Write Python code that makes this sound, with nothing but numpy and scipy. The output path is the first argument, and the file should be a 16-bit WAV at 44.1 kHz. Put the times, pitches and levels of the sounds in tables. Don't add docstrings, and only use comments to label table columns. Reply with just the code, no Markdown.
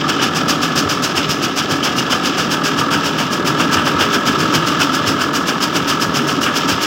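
import sys
import numpy as np
from scipy import signal
from scipy.fft import rfft, irfft, next_fast_len
from scipy.io import wavfile
from scipy.ndimage import map_coordinates

SR = 44100
rng = np.random.default_rng(int(sys.argv[2]) if len(sys.argv) > 2 else 0)


def unload_wav(signal):
    wavfile.write(
        sys.argv[1],
        SR,
        np.round(np.clip(np.atleast_2d(signal).T, -1, 1) * 32767).astype(np.int16),
    )


N = 302526

# time in seconds, turns a second.
FLYWHEEL_SPEED = [(0, 3.706), (3.3, 3.705), (3.8, 3.718), (4.8, 3.719), (5.3, 3.707), (6.9, 3.717)]
# time in seconds, dB over the usual load.
DRIVE_LOAD = [(0.0, -0.0), (0.9, -0.1), (1.55, -2.5), (2.0, -0.3), (2.45, -1.5), (2.85, 1.1), (3.2, -0.9),
              (3.7, 1.6), (4.4, 1.7), (4.95, 0.95), (5.45, -0.25), (6.85, 0.3)]
# place on the wheel in turns, snap offset in dB, crunch in dB.
FLYWHEEL_KNIVES = [(0.367, -1.5, -18), (0.878, 0.5, -16.5)]
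# time in seconds, crisp snap and flying chaff in relative dB.
CHUTE_FODDER = [(0.1, -19, -23.5), (0.55, -14.5, -28), (1.1, -15.9, -23), (1.4, -18.1, -27.5),
                (1.9, -17.0, -24.7), (2.7, -17.5, -27.3), (3.15, -21, -27.2), (3.75, -18.5, -25),
                (4.7, -18.5, -25), (5.2, -18.5, -25.5), (6.4, -18, -28), (6.8, -16.5, -23.5)]
# time in seconds, length of the bite in seconds.
BITE_LENGTH = [(1.0, 0.021), (1.3, 0.028)]
# time of the peak in seconds, level in dB.
THICK_STALKS = [(0.197, -20), (0.53, -22), (1.18, -16.5), (1.857, -17), (3.609, -16), (3.786, -15),
                (4.013, -19), (5.495, -19.5), (6.471, -14.5)]
# start in seconds, level in dB, pitch in Hz.
STEEL_KNOCKS = [(1.828, -12, 3100), (1.984, -10.5, 2860), (2.121, -10, 3086), (3.78, -13, 2850),
                (4.819, -18, 3070), (6.432, -10, 2900)]
# time of the peak in seconds, level in dB.
FEED_THUMPS = [(0.864, -20), (1.277, -22), (2.457, -27), (2.757, -30), (2.94, -28), (3.755, -24),
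               (3.964, -26), (4.55, -25), (4.654, -28), (5.078, -25), (5.76, -27), (6.09, -25), (6.73, -24)]
# pitch in Hz, width in Hz, relative dB from the side, then from the front.
PANEL_MODES = [(588.5, 70, -13, -14.5), (748, 71, -5, -27), (938, 68, -16, -11), (1129, 61, -18, -9.5),
               (1198, 25, -12.5, -14), (1243, 47, -11, -16), (1313, 53, -12.5, -8.5), (1362, 39, -17, -16),
               (1720, 84, -9.5, -13)]
# multiple of the tooth rate, relative level in dB.
HUM_PARTIALS = [(4, -3), (6, -7), (7, -0.5), (8, -13.5), (10, -4.5)]
# time in seconds, place from 0 (side) to 1 (front).
MIC_PATH = [(2.4, 0.3), (3.1, 1)]
# frequency in Hz, relative spectral density in dB.
SNAP_COLOUR = [(100, -39), (1500, -13), (3000, -3.5), (4200, -5), (5100, 3.5), (6000, -2), (7500, -9),
               (9000, -17.5), (12000, -18), (15500, -16)]
CRUNCH_COLOUR = [(50, -37), (150, -6), (300, -0.5), (600, -2.5), (1000, -0.5), (1600, 5), (1950, -8.5),
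                 (2400, -2.5), (2900, 2.5), (3500, -2.5), (4200, -35.5), (8000, -22.5), (16000, -46)]
CHAFF_COLOUR = [(700, -16), (1900, -5.5), (2400, -2.5), (2900, 3.5), (3500, 1), (4200, -9), (5200, -2.5),
                (6500, -12), (7600, -16.5), (9500, -40), (15500, -26)]
GEAR_COLOUR = [(80, -64), (500, -29.5), (820, -29), (925, -9), (1050, -33.5), (1150, 10.5), (1260, 1.5),
               (1355, -2), (1410, -35.5), (1540, -19), (1900, -23.5), (3000, -5), (4500, -14.5),
               (16000, -46)]
SCRAPE_COLOUR = [(80, -48), (600, -23.5), (930, -13.5), (1100, -1.5), (1450, -3.5), (1530, -1.5),
                 (1590, -10.5), (1660, 4), (1735, -4), (1800, -14), (2100, -16), (5000, -51.5),
                 (16000, -75)]
BOOM_COLOUR = [(25, -41), (45, -30), (72, -20.5), (92, -9), (112, -12.5), (140, -0.5), (168, -0.5),
               (197, -3), (280, 3.5), (425, -6.5), (490, -8), (800, -13.5), (2200, -25), (16000, -57.5)]
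THUD_COLOUR = [(30, -37), (65, -13.5), (90, 0.5), (115, 1), (160, -1), (260, -9.5), (400, -9), (900, -42),
               (16000, -92)]

GEAR_TEETH = 11
GEAR_DB, FRAME_DB = -20.5, -19
GEAR_PER_LOAD, FRAME_PER_LOAD, CRUNCH_PER_LOAD = 1.33, 0.81, 1.17


def cut_schedule():
    turns = np.cumsum(curves(FLYWHEEL_SPEED)[0]) / SR
    passes = [(turn + place, snap, crunch)
              for turn in range(int(turns[-1]) + 1) for place, snap, crunch in FLYWHEEL_KNIVES]
    angle, knife_snap, knife_crunch = np.transpose([p for p in passes if p[0] < turns[-1]])
    times = np.interp(angle, turns, np.arange(N) / SR)
    snap_db, chaff_db = at(CHUTE_FODDER, times)
    crunch_db = knife_crunch + CRUNCH_PER_LOAD * at(DRIVE_LOAD, times)[0]
    cuts = np.column_stack([times, snap_db + knife_snap, crunch_db, chaff_db])
    scatter = [0.0022, 0.34, 1.63, 1.74]
    return (cuts + scatter * rng.standard_normal(cuts.shape)).T


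def knives(cuts):
    peaks, snap_db, crunch_db, _ = cuts
    bite_s, = at(BITE_LENGTH, peaks)
    snap = strokes(peaks, snap_db - 0.5, bite_s, fall_s=0.014, linger_s=0.04, linger_db=6)
    skins = snap * crackle(rate=12000, spread_db=1.5, clump_db=1.45)
    usual = strokes(peaks, crunch_db - 1.5, bite_s, fall_s=0.031, linger_s=0.048, linger_db=2)
    thick = strokes(*np.transpose(THICK_STALKS), rise_s=0.016, fall_s=0.024, linger_s=0.04, linger_db=1.5)
    cores = np.hypot(usual, thick) * crackle(rate=5000, spread_db=3.0, clump_db=1.5)
    return ring(skins, SNAP_COLOUR) + ring(cores, CRUNCH_COLOUR)


def chaff(cuts):
    peaks, _, _, chaff_db = cuts
    flight_s = 0.028
    level_db = np.interp(np.arange(N) / SR, peaks + flight_s, chaff_db)
    flutter_db = 1.3 * wobble(45)
    patter = crackle(rate=3700, spread_db=1.5, clump_db=1.5)
    return amp(level_db - 3.0 + flutter_db) * ring(patter, CHAFF_COLOUR)


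def knocks():
    out, t = np.zeros(N + SR), np.arange(SR // 10) / SR
    attack = 1 - np.exp(-t / 0.00049)
    decay_db = -60 * t / 0.065
    for start, db, hz in STEEL_KNOCKS:
        phase = 2 * np.pi * hz * t + .7 * wobble(500)[:len(t)]
        out[round(start * SR):][:len(t)] += amp(db + decay_db) * attack * np.sin(phase)
    return out[:N]


def gear():
    teeth = tooth_count()
    tooth, phase = teeth.astype(int), teeth % 1
    scatter_db = .7 * rng.standard_normal(tooth[-1] + 1)[tooth]
    force = amp(GEAR_DB + GEAR_PER_LOAD * curves(DRIVE_LOAD)[0] + scatter_db)
    landings = np.diff(np.floor(teeth + .01 * wobble(20)), prepend=0) > 0
    t = np.arange(SR // 20) / SR
    casting_ring = np.exp(-((t - .007) / 0.0038) ** 2) * np.sin(2 * np.pi * 1288 * t)
    clank = amp(-5.3) * unit(signal.fftconvolve(landings * 1., casting_ring)[:N])
    contact = np.exp(-((phase - .22) / 0.24) ** 2)
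    chatter = unit(contact * rng.standard_normal(N))
    sliding = amp(2.1 * np.cos(2 * np.pi * (phase - .42)))
    scrape = amp(-6.5) * ring(unit(sliding * rng.standard_normal(N)), SCRAPE_COLOUR)
    return force * (clank + amp(-10) * ring(chatter, GEAR_COLOUR) + scrape + amp(-3) * panels(chatter))


def tooth_count():
    return .5 + GEAR_TEETH * np.cumsum(curves(FLYWHEEL_SPEED)[0]) / SR


def panels(shaking):
    front, = curves(MIC_PATH)
    out = np.zeros(N)
    for hz, width, side_db, front_db in PANEL_MODES:
        resonance = signal.iirpeak(hz, hz / width, SR)
        mode = signal.lfilter(*resonance, signal.lfilter(*resonance, shaking))
        out += amp(side_db + front * (front_db - side_db)) * unit(mode)
    return out


def frame(cuts):
    teeth = tooth_count()
    boom = amp(0.81 * wobble(10)) * ring(ticks(rate=2500, spread_db=2.5), BOOM_COLOUR)
    hum = np.zeros(N)
    for multiple, db in HUM_PARTIALS:
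        level = amp(db + 4.5 * wobble(7))
        hum += level * np.sin(2 * np.pi * multiple * teeth + 1.06 * wobble(9))
    drive = amp(FRAME_DB + FRAME_PER_LOAD * curves(DRIVE_LOAD)[0])
    drone = drive * (amp(-1.89) * boom + amp(-11.5) * unit(hum))
    cut_jolts = [(peak, -35 + 4.5 * rng.standard_normal()) for peak in cuts[0]]
    peaks, jolt_db = np.transpose(list(FEED_THUMPS) + cut_jolts)
    jolts = strokes(peaks, jolt_db, rise_s=0.024, fall_s=0.037, linger_s=.05, linger_db=-14)
    return drone + ring(jolts * ticks(rate=3300, spread_db=0), THUD_COLOUR)


def hood_shade(x, corner_hz=8600, side_db=-2.5, front_db=0.5):
    front, = curves(MIC_PATH)
    treble = signal.sosfiltfilt(signal.butter(2, corner_hz, 'highpass', fs=SR, output='sos'), x)
    return x + (amp(side_db + front * (front_db - side_db)) - 1) * treble


def strokes(peaks, level_db, rise_s, fall_s, linger_s, linger_db):
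    touch_share, touch_s = .25, .003
    power, t = np.zeros(N), np.arange(N) / SR
    for peak, db, build in np.broadcast(peaks, level_db, rise_s):
        start = peak - build
        near = slice(int((start - .02) * SR), int((start + .3) * SR))
        touch = np.clip((t[near] - start) / touch_s + 1, 0, 1)
        press = np.clip((t[near] - start) / (0.87 * build), 0, 1)
        attack = touch_share * touch + (1 - touch_share) * press
        after = np.maximum(t[near] - peak, 0)
        decay = np.exp(-(after / fall_s) ** 2) + amp(linger_db) * np.exp(-after / linger_s)
        power[near] += (amp(db) * attack * decay / (1 + amp(linger_db))) ** 2
    return np.sqrt(power)


def crackle(rate, spread_db, clump_db):
    return unit(ticks(rate, spread_db) * amp(clump_db * (0.76 * wobble(300) + 0.93 * wobble(70))))


def ticks(rate, spread_db):
    hits = rng.random(N) < rate / SR
    sizes = amp(spread_db * np.clip(rng.standard_normal(N), -2, 2))
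    return unit(hits * rng.choice([-1, 1], N) * sizes)


def ring(x, colour):
    size = 8192
    hz, db = np.transpose(colour)
    gain = amp(np.interp(np.log(np.fft.rfftfreq(size, 1 / SR) + 1), np.log(hz), db))
    cepstrum = irfft(np.log(gain))
    cepstrum[1:size // 2] *= 2
    cepstrum[size // 2 + 1:] = 0
    response = irfft(np.exp(rfft(cepstrum)))
    return signal.fftconvolve(x, response / np.linalg.norm(response))[:N]


def wobble(rate):
    return map_coordinates(rng.standard_normal(int(N * rate / SR) + 4), [np.arange(N) * rate / SR])


def at(rows, times):
    seconds, *columns = np.transpose(rows)
    return [np.interp(times, seconds, column) for column in columns]


def curves(rows):
    return at(rows, np.arange(N) / SR)


def amp(db):
    return 10 ** (np.asarray(db) / 20)


def unit(x):
    return x / np.sqrt(np.mean(x ** 2) + 1e-20)


def scene():
    cuts = cut_schedule()
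    cutting = hood_shade(knives(cuts) + chaff(cuts))
    return (cutting + knocks() + gear() + frame(cuts))[None]


def record(dry):
    ceiling, top_hz = .9, 15830
    rounded = dry / (1 + np.abs(dry / ceiling) ** 6) ** (1 / 6)
    size = next_fast_len(N + SR // 2)
    in_band = np.fft.rfftfreq(size, 1 / SR) < top_hz
    return irfft(rfft(rounded, size) * in_band, size)[..., :N]


dry = scene()
out = record(dry)
unload_wav(out)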